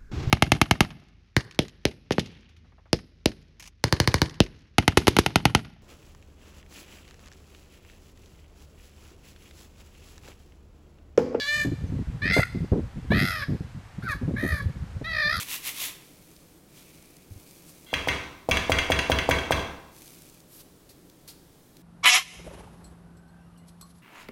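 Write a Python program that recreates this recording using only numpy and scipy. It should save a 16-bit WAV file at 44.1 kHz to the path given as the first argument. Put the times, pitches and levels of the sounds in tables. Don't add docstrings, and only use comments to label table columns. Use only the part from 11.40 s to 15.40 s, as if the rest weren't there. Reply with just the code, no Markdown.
import sys
import numpy as np
from scipy import signal
from scipy.fft import rfft, irfft, next_fast_len
from scipy.io import wavfile
from scipy.ndimage import uniform_filter1d, map_coordinates

SR = 44100
rng = np.random.default_rng(int(sys.argv[2]) if len(sys.argv) > 2 else 0)


def inscribe(sig):
    pcm = np.round(np.clip(np.atleast_2d(sig).T, -1, 1) * 32767)
    wavfile.write(sys.argv[1], SR, pcm.astype(np.int16))


N = 176400


def amp(db):
    return 10 ** (np.asarray(db) / 20)


def unit(x):
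    return x / np.sqrt(np.mean(x ** 2) + 1e-20)


def steady(x, size):
    power = uniform_filter1d(uniform_filter1d(x * x, size), size)
    return x / np.sqrt(np.abs(power) + 1e-12)


def along(points, hz):
    point_hz, values = np.transpose(points)
    return np.interp(np.log(hz + 1), np.log(point_hz + 1), values)


def curves(rows, t):
    times, *columns = np.transpose(rows)
    return [np.interp(t, times, column) for column in columns]


def wobble(rate, t):
    return map_coordinates(rng.standard_normal(8192), [(t - t[0]) * rate], mode='wrap')


def filtered(x, response):
    size = next_fast_len(len(x) + 8192)
    return irfft(rfft(x, size) * response(np.fft.rfftfreq(size, 1 / SR)), size)[:len(x)]


def lowpass(hz, corner_hz, order):
    return 1 / np.sqrt(1 + (hz / corner_hz) ** (2 * order))


def larynx(t, pitch, rasp):
    hz, = curves(pitch, t)
    chop_hz, depth_db, rough, _ = curves(rasp, t)
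    chop = 2 * np.pi * np.cumsum(chop_hz * (1 + .02 * wobble(72, t))) / SR
    chop -= np.interp(rasp[0][0], t, chop)
    waver = .00398 * wobble(63.4, t)
    jitter = .0258 * rough * wobble(450, t)
    sag = .0028 * depth_db * np.sin(chop)
    phase = 2 * np.pi * np.cumsum(hz * (1 + waver + jitter - sag)) / SR
    slips = rng.standard_normal(256)[np.round(chop / (2 * np.pi)).astype(int)]
    phase += 2.32 * rough * uniform_filter1d(slips, size=130)
    buzz = unit(sum(np.cos(k * phase + rng.uniform(0, np.pi)) for k in range(1, 27)))
    air = rng.standard_normal(len(t)) * (1 + .5 * np.cos(phase)) * np.abs(rough) ** .8
    air = filtered(air, lambda f: amp(-11 + 8 * np.log2((f + 100) / 2000)))
    gate_db = depth_db * (np.abs(np.cos(chop / 2)) ** 1.3 - 1 + .12 * wobble(114.3, t))
    return buzz * amp(gate_db) + air * amp(.5 * gate_db + 1.9 * wobble(299.4, t))


def mouth(x, t, rasp, notch_hz, notch_db, treble_hz, treble_db):
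    def bump(hz, centre_hz, width_hz):
        return 1 / (1 + ((hz - centre_hz) / width_hz) ** 2)

    hz, frame_s, spectra = signal.stft(x, SR, nperseg=256)
    hz = hz[:, None]
    *_, upper_hz = curves(rasp, t[0] + frame_s)
    peaks_db = 5 * bump(hz, upper_hz, width_hz=100) + treble_db * bump(hz, treble_hz, width_hz=710)
    shelf_db = -19.5 * (1 - lowpass(hz, upper_hz + 410, order=16))
    ripple_db = 3 * rng.standard_normal(hz.shape) * (hz > 4500)
    shaped = signal.istft(spectra * amp(peaks_db + shelf_db + ripple_db), SR, nperseg=256)[1][:len(x)]
    return filtered(shaped, lambda f: amp(notch_db * bump(f, notch_hz, width_hz=148)))


def scream(pitch, level, rasp, colour, attack_s=.0069, decay_s=.021):
    # frequency_hz, gain_db
    throat = [(600, -12), (1000, -5.5), (1350, 0.5), (1600, 12), (1850, 7.5), (2050, 5.5), (2300, 0.5),
              (2550, 0), (2800, -12), (3050, -6), (3400, -9.5), (3900, -9), (4500, -12), (5300, -7.5),
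              (6000, -12), (6600, -26), (7500, -37), (8500, -33), (10000, -30.5), (11800, -29.5),
              (13200, -36), (15500, -44)]
    edges = [900, 1550, 2900, 6200]
    start, end = level[0][0], level[-1][0]
    span = np.arange(max(0, int((start - .04) * SR)), min(N, int((end + .1) * SR)))
    t = span / SR
    *mouth_shape, fundamental_db = colour
    source = mouth(larynx(t, pitch, rasp), t, rasp, *mouth_shape)
    main_db, low_db, upper_db, treble_db = curves(level, t)
    offsets_db = [fundamental_db, low_db, 0, upper_db, treble_db]
    voice = np.zeros(N)
    for low_hz, high_hz, offset_db in zip([1] + edges, edges + [SR], offsets_db):
        passband = lambda f: lowpass(f, high_hz, order=20) * (1 - lowpass(f, low_hz, order=20))
        band = filtered(source, lambda f: amp(along(throat, f)) * passband(f))
        voice[span] += amp(main_db + offset_db) * steady(band, size=900)
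    attack = np.clip(1 + (t - start) / attack_s, 0, 1)
    release = np.exp(-np.maximum(t - end, 0) / decay_s)
    voice[span] *= attack * release
    return voice


def koalas():
    # time_s, pitch_hz
    pitches = [
        [(0.0, 577.5), (0.052, 561.4), (0.066, 585.3), (0.1, 584), (0.166, 601.6), (0.25, 576.3)],
        [(0.82, 575.7), (0.848, 606.4), (0.896, 645), (0.906, 683.4), (0.978, 701.4), (1.05, 657)],
        [(1.705, 534), (1.735, 616), (1.8, 663.3), (1.88, 684), (1.95, 632), (2.0, 594.5), (2.055, 547)],
        [(2.625, 680), (2.65, 774), (2.672, 741), (2.69, 640.6), (2.71, 601), (2.73, 559), (2.755, 565)],
        [(2.96, 564.6), (2.972, 554), (3.006, 621.5), (3.108, 631.0), (3.204, 563), (3.23, 573)],
        [(3.64, 594.5), (3.68, 671.4), (3.716, 649), (3.756, 627), (3.85, 592.7), (3.88, 602.5), (3.952, 669),
         (3.964, 658), (4.0, 600)],
    ]
    # low_db, upper_db, treble_db
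    levels = [
        [(0.0, -38.5, -10, 6.5, -10), (0.018, -32, -26, -0.5, -20.5), (0.068, -37, -5.5, -0.5, -11),
         (0.088, -26, -34, -5, -20.5), (0.122, -28, -20, -11, -18), (0.144, -25, -22, -10.5, -18),
         (0.186, -28, -16, -10.5, -17.5), (0.214, -24.5, -24, -15, -19), (0.245, -40, -11, -8, -8.5)],
        [(0.824, -30.5, -14, -11, -39), (0.84, -27, -24, -16.5, -32.5), (0.906, -26, -15, -11, -35),
         (0.94, -22, -12, -9.5, -19.5), (0.966, -24, -12, -10, -18), (1.02, -29, -9, -13, -15.5),
         (1.026, -28.5, -8, -25, -23), (1.032, -18.5, 0.5, -8.5, -32), (1.044, -41, -29, -32, -11.5)],
        [(1.71, -37, 0, -6.5, -18), (1.724, -25.5, -19, -12, -33), (1.764, -29.5, -4.5, -9, -22),
         (1.792, -26, -11.5, -8.5, -19.5), (1.896, -34.5, 1.5, -3.5, -9.5), (1.968, -34, -4.5, -9, -18),
         (2.004, -40.5, -2, -0.5, -13.5), (2.036, -31.5, -4, -14, -24.5), (2.048, -48, -2, 0, -22)],
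        [(2.628, -56.5, 13.5, 0, -10), (2.644, -50.5, 0, -7, -9), (2.678, -49, 21.5, -5, -22),
         (2.686, -43.5, 12.5, -6, -8), (2.696, -30.5, -3.5, -16.5, -24.5), (2.72, -33, -3.5, -10.5, -12),
         (2.736, -36.5, 5, -15, -24), (2.745, -44, -9, -7, -13)],
        [(2.966, -36, -10, -20, -30), (2.992, -34, -16, -15.5, -22.5), (3.084, -32, -11.5, -17.5, -15.5),
         (3.13, -30, -11.5, -15.5, -21.5), (3.192, -40.5, -6, -10.5, -13), (3.21, -36, 0, -18, -29),
         (3.222, -49, -21, -3.5, -11)],
        [(3.647, -37, -10, -6.5, -25), (3.681, -33.5, -5, -9.5, -35), (3.693, -33.5, -13, -8.5, -31),
         (3.797, -26, -12.5, -11.5, -31), (3.875, -26.5, -14, -4, -31), (3.881, -24, -15, -12, -32),
         (3.957, -34.5, 7, 0, -14), (3.975, -37, 0, 0, -5), (4.0, -51, 14, 12, -12)],
    ]
    # time_s, chop_hz, depth_db, roughness (0-1), upper_resonance_hz
    rasps = [
        [(0, 95, 4.5, 0.37, 4600), (.06, 89.2, 2, 0.09, 4300), (.085, 59.4, 0.5, 0.06, 4260),
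         (.22, 56, 5.5, 0, 4540), (.245, 56.6, 8, 0.42, 4800)],
        [(.845, 85.7, 5.5, .08, 4100), (.857, 85.6, 9, .6, 4630), (.91, 91.4, 27.5, 0.54, 5100),
         (.945, 75.4, -4.5, 0.25, 4540), (.99, 67.7, 3, 0.31, 4700), (1.04, 56.4, 23, 0.21, 4600)],
        [(1.721, 61.9, 6.5, 0.04, 3830), (1.755, 86.1, 15, 0.65, 4300), (1.81, 99.8, 20.5, 0.34, 4870),
         (1.88, 95.8, 15, 0.35, 5100), (1.94, 91.4, 7, 0.54, 5170), (2.0, 90, 7, 0.38, 5100),
         (2.025, 79, -1.5, 0.16, 5000)],
        [(2.63, 127.7, -2, 0.88, 4200), (2.665, 118, 14, 0.52, 4540), (2.69, 106.3, 6.5, 0.28, 4400),
         (2.745, 90, 2, 0.16, 4370)],
        [(2.97, 69, 8, 0.38, 3870), (3.07, 77.8, 14, 0.34, 4200), (3.12, 56.5, 9, 0.48, 4530),
         (3.21, 43.7, 4.5, 0.37, 4430)],
        [(3.655, 61.3, -0.5, 0.17, 3930), (3.705, 62.2, -1, 0.07, 4100), (3.73, 61.9, 11, 0.37, 4480),
         (3.8, 53.5, 11.5, 0.38, 4700), (3.855, 32, 0, 0.09, 4370), (3.9, 58.4, 12.5, 0.31, 4800),
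         (3.945, 71.5, 12, 0.46, 4900), (4, 107, 18, 0.77, 4470)],
    ]
    # notch_hz, notch_db, treble_hz, treble_db, fundamental_db (relative to main)
    colours = [(2660, 3.5, 7430, 16, -21.5), (2910, -10, 8000, 14, -23.5), (2970, -3.5, 11600, 4.5, -15.5),
               (3030, -22, 5500, 3.5, -19), (2770, -48, 10100, 5.5, -16.5), (2910, -33, 11000, 4, -17)]
    return sum(scream(*call) for call in zip(pitches, levels, rasps, colours))


def leaves(level_db=-51.5):
    # frequency_hz, gain_db
    spectrum = [(100, 10), (400, -2.5), (800, 0), (1800, -2.5), (3000, -9), (5000, -14), (8000, -18),
                (12000, -26.5), (15500, -31)]
    hiss = unit(filtered(rng.standard_normal(N), lambda hz: amp(along(spectrum, hz))))
    return hiss * amp(level_db + .23 * wobble(4.88, np.arange(N) / SR))


def trees(x, near_db=-15, near_t60_s=.16, far_db=-15.5):
    # frequency_hz, t60_s
    decay = [(300, 1), (2000, 0.66), (5000, 1), (12000, 0.9)]
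    hz, t, spectra = signal.stft(rng.standard_normal(SR), SR, nperseg=256)
    far = signal.istft(spectra * amp(-60 * t / along(decay, hz)[:, None]), SR, nperseg=256)[1][:SR]
    near = rng.standard_normal(SR) * amp(-60 * np.arange(SR) / SR / near_t60_s)
    tail = amp(far_db) * far / np.linalg.norm(far) + amp(near_db) * near / np.linalg.norm(near)
    return signal.fftconvolve(x, np.pad(tail, (130, 0)))[:N]


def wind(cap_db=-31, lift_db=1.5):
    # time_s, level_db
    strength = [(0.0, -64), (0.19, -42), (0.4, -30), (0.47, -41), (0.68, -40), (0.83, -37.5), (0.98, -37),
                (1.24, -41), (1.36, -38), (1.71, -36.5), (1.85, -43), (2.17, -33.5), (2.35, -48),
                (2.6, -45), (2.81, -36.5), (3.05, -34), (3.83, -48.5), (4.0, -40)]
    # frequency_hz, gain_db
    spectrum = [(12, -64), (20, -71), (50, 0.5), (107, 1), (178, -7.5), (358, -27), (483, -25.5),
                (568, -27), (660, -49), (700, -61), (910, -60), (1540, -120)]
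    t = np.arange(N) / SR
    level_db, = curves(strength, t)
    rumble = unit(filtered(rng.standard_normal(N), lambda hz: amp(along(spectrum, hz))))
    lumps_db = 6 * wobble(30, t)
    return steady(rumble, size=2600) * amp(np.minimum(level_db, cap_db) + lift_db + lumps_db)


def thumps(rise_s=.0022, decay_s=.0048):
    # start_s, level_db, length_s, corner_hz
    eddies = [(.248, -25, 0.053, 187), (0.314, -25.5, 0.031, 206), (0.439, -24, 0.014, 149),
              (.492, -26, 0.02, 124), (0.52, -26, 0.039, 173), (0.59, -26, 0.033, 168),
              (0.672, -27, 0.039, 109), (.745, -34, 0.021, 127), (0.854, -23.5, .012, 215),
              (0.898, -27.5, 0.028, 203), (0.964, -19.5, 0.026, 525), (0.988, -13, 0.011, 127),
              (0.994, -17.5, 0.0063, 640), (1.147, -25.5, 0.039, 206), (1.204, -25, 0.048, 176),
              (1.317, -15, 0.021, 120), (1.322, -21.5, 0.024, 403), (1.353, -25, 0.052, 289.5),
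              (1.56, -30.5, 0.037, 153), (1.645, -28, 0.0075, 169), (1.703, -16.5, 0.016, 192),
              (1.716, -14, 0.0035, 630), (1.728, -21.5, 0.06, 207), (1.81, -21.5, 0.044, 210),
              (2.083, -26.5, 0.076, 235), (2.206, -23, 0.0094, 173), (2.346, -36, 0.051, 130),
              (2.58, -25.5, 0.0095, 176), (2.632, -33, 0.032, 202), (2.747, -30.5, 0.014, 136),
              (2.813, -29.5, 0.026, 257), (2.877, -22.5, 0.022, 245), (2.909, -23.5, 0.0067, 326),
              (2.937, -21.5, 0.011, 208), (3.028, -24.5, 0.036, 337), (3.257, -18.5, 0.018, 102),
              (3.4, -31, .05, 114), (3.612, -29.5, 0.0095, 354)]
    out, t = np.zeros(N + SR), np.arange(SR // 4) / SR
    rise = np.sin(np.pi / 2 * np.minimum(t / rise_s, 1)) ** 2
    for start_s, level_db, length_s, corner_hz in eddies:
        turbulence = rng.standard_normal(len(t)) * amp(3 * wobble(253.5, t))
        passband = lambda f: lowpass(f, corner_hz, order=3.4) * (1 - lowpass(f, .31 * corner_hz, order=2))
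        eddy = steady(filtered(turbulence, passband), size=500)
        fall = 1 / (1 + np.exp(np.minimum((t - length_s) / decay_s, 20)))
        out[round(start_s * SR):][:len(t)] += amp(level_db) * eddy * rise * fall
    return out[:N]


def bird(start_s=.453, length_s=.051, pitch_hz=5970, rise_hz=330, level_db=-62):
    progress = np.clip((np.arange(N) / SR - start_s) / length_s, 0, 1)
    phase = 2 * np.pi * np.cumsum(pitch_hz + rise_hz * progress) / SR
    return amp(level_db) * np.sin(np.pi * progress) * np.sin(phase)


def scene():
    calls = koalas() + bird()
    return (calls + leaves() + trees(calls) + wind() + thumps())[None]


def record(dry, top_hz=15550):
    return np.array([filtered(x, lambda hz: hz < top_hz) for x in dry])


dry = scene()
out = record(dry)
inscribe(out)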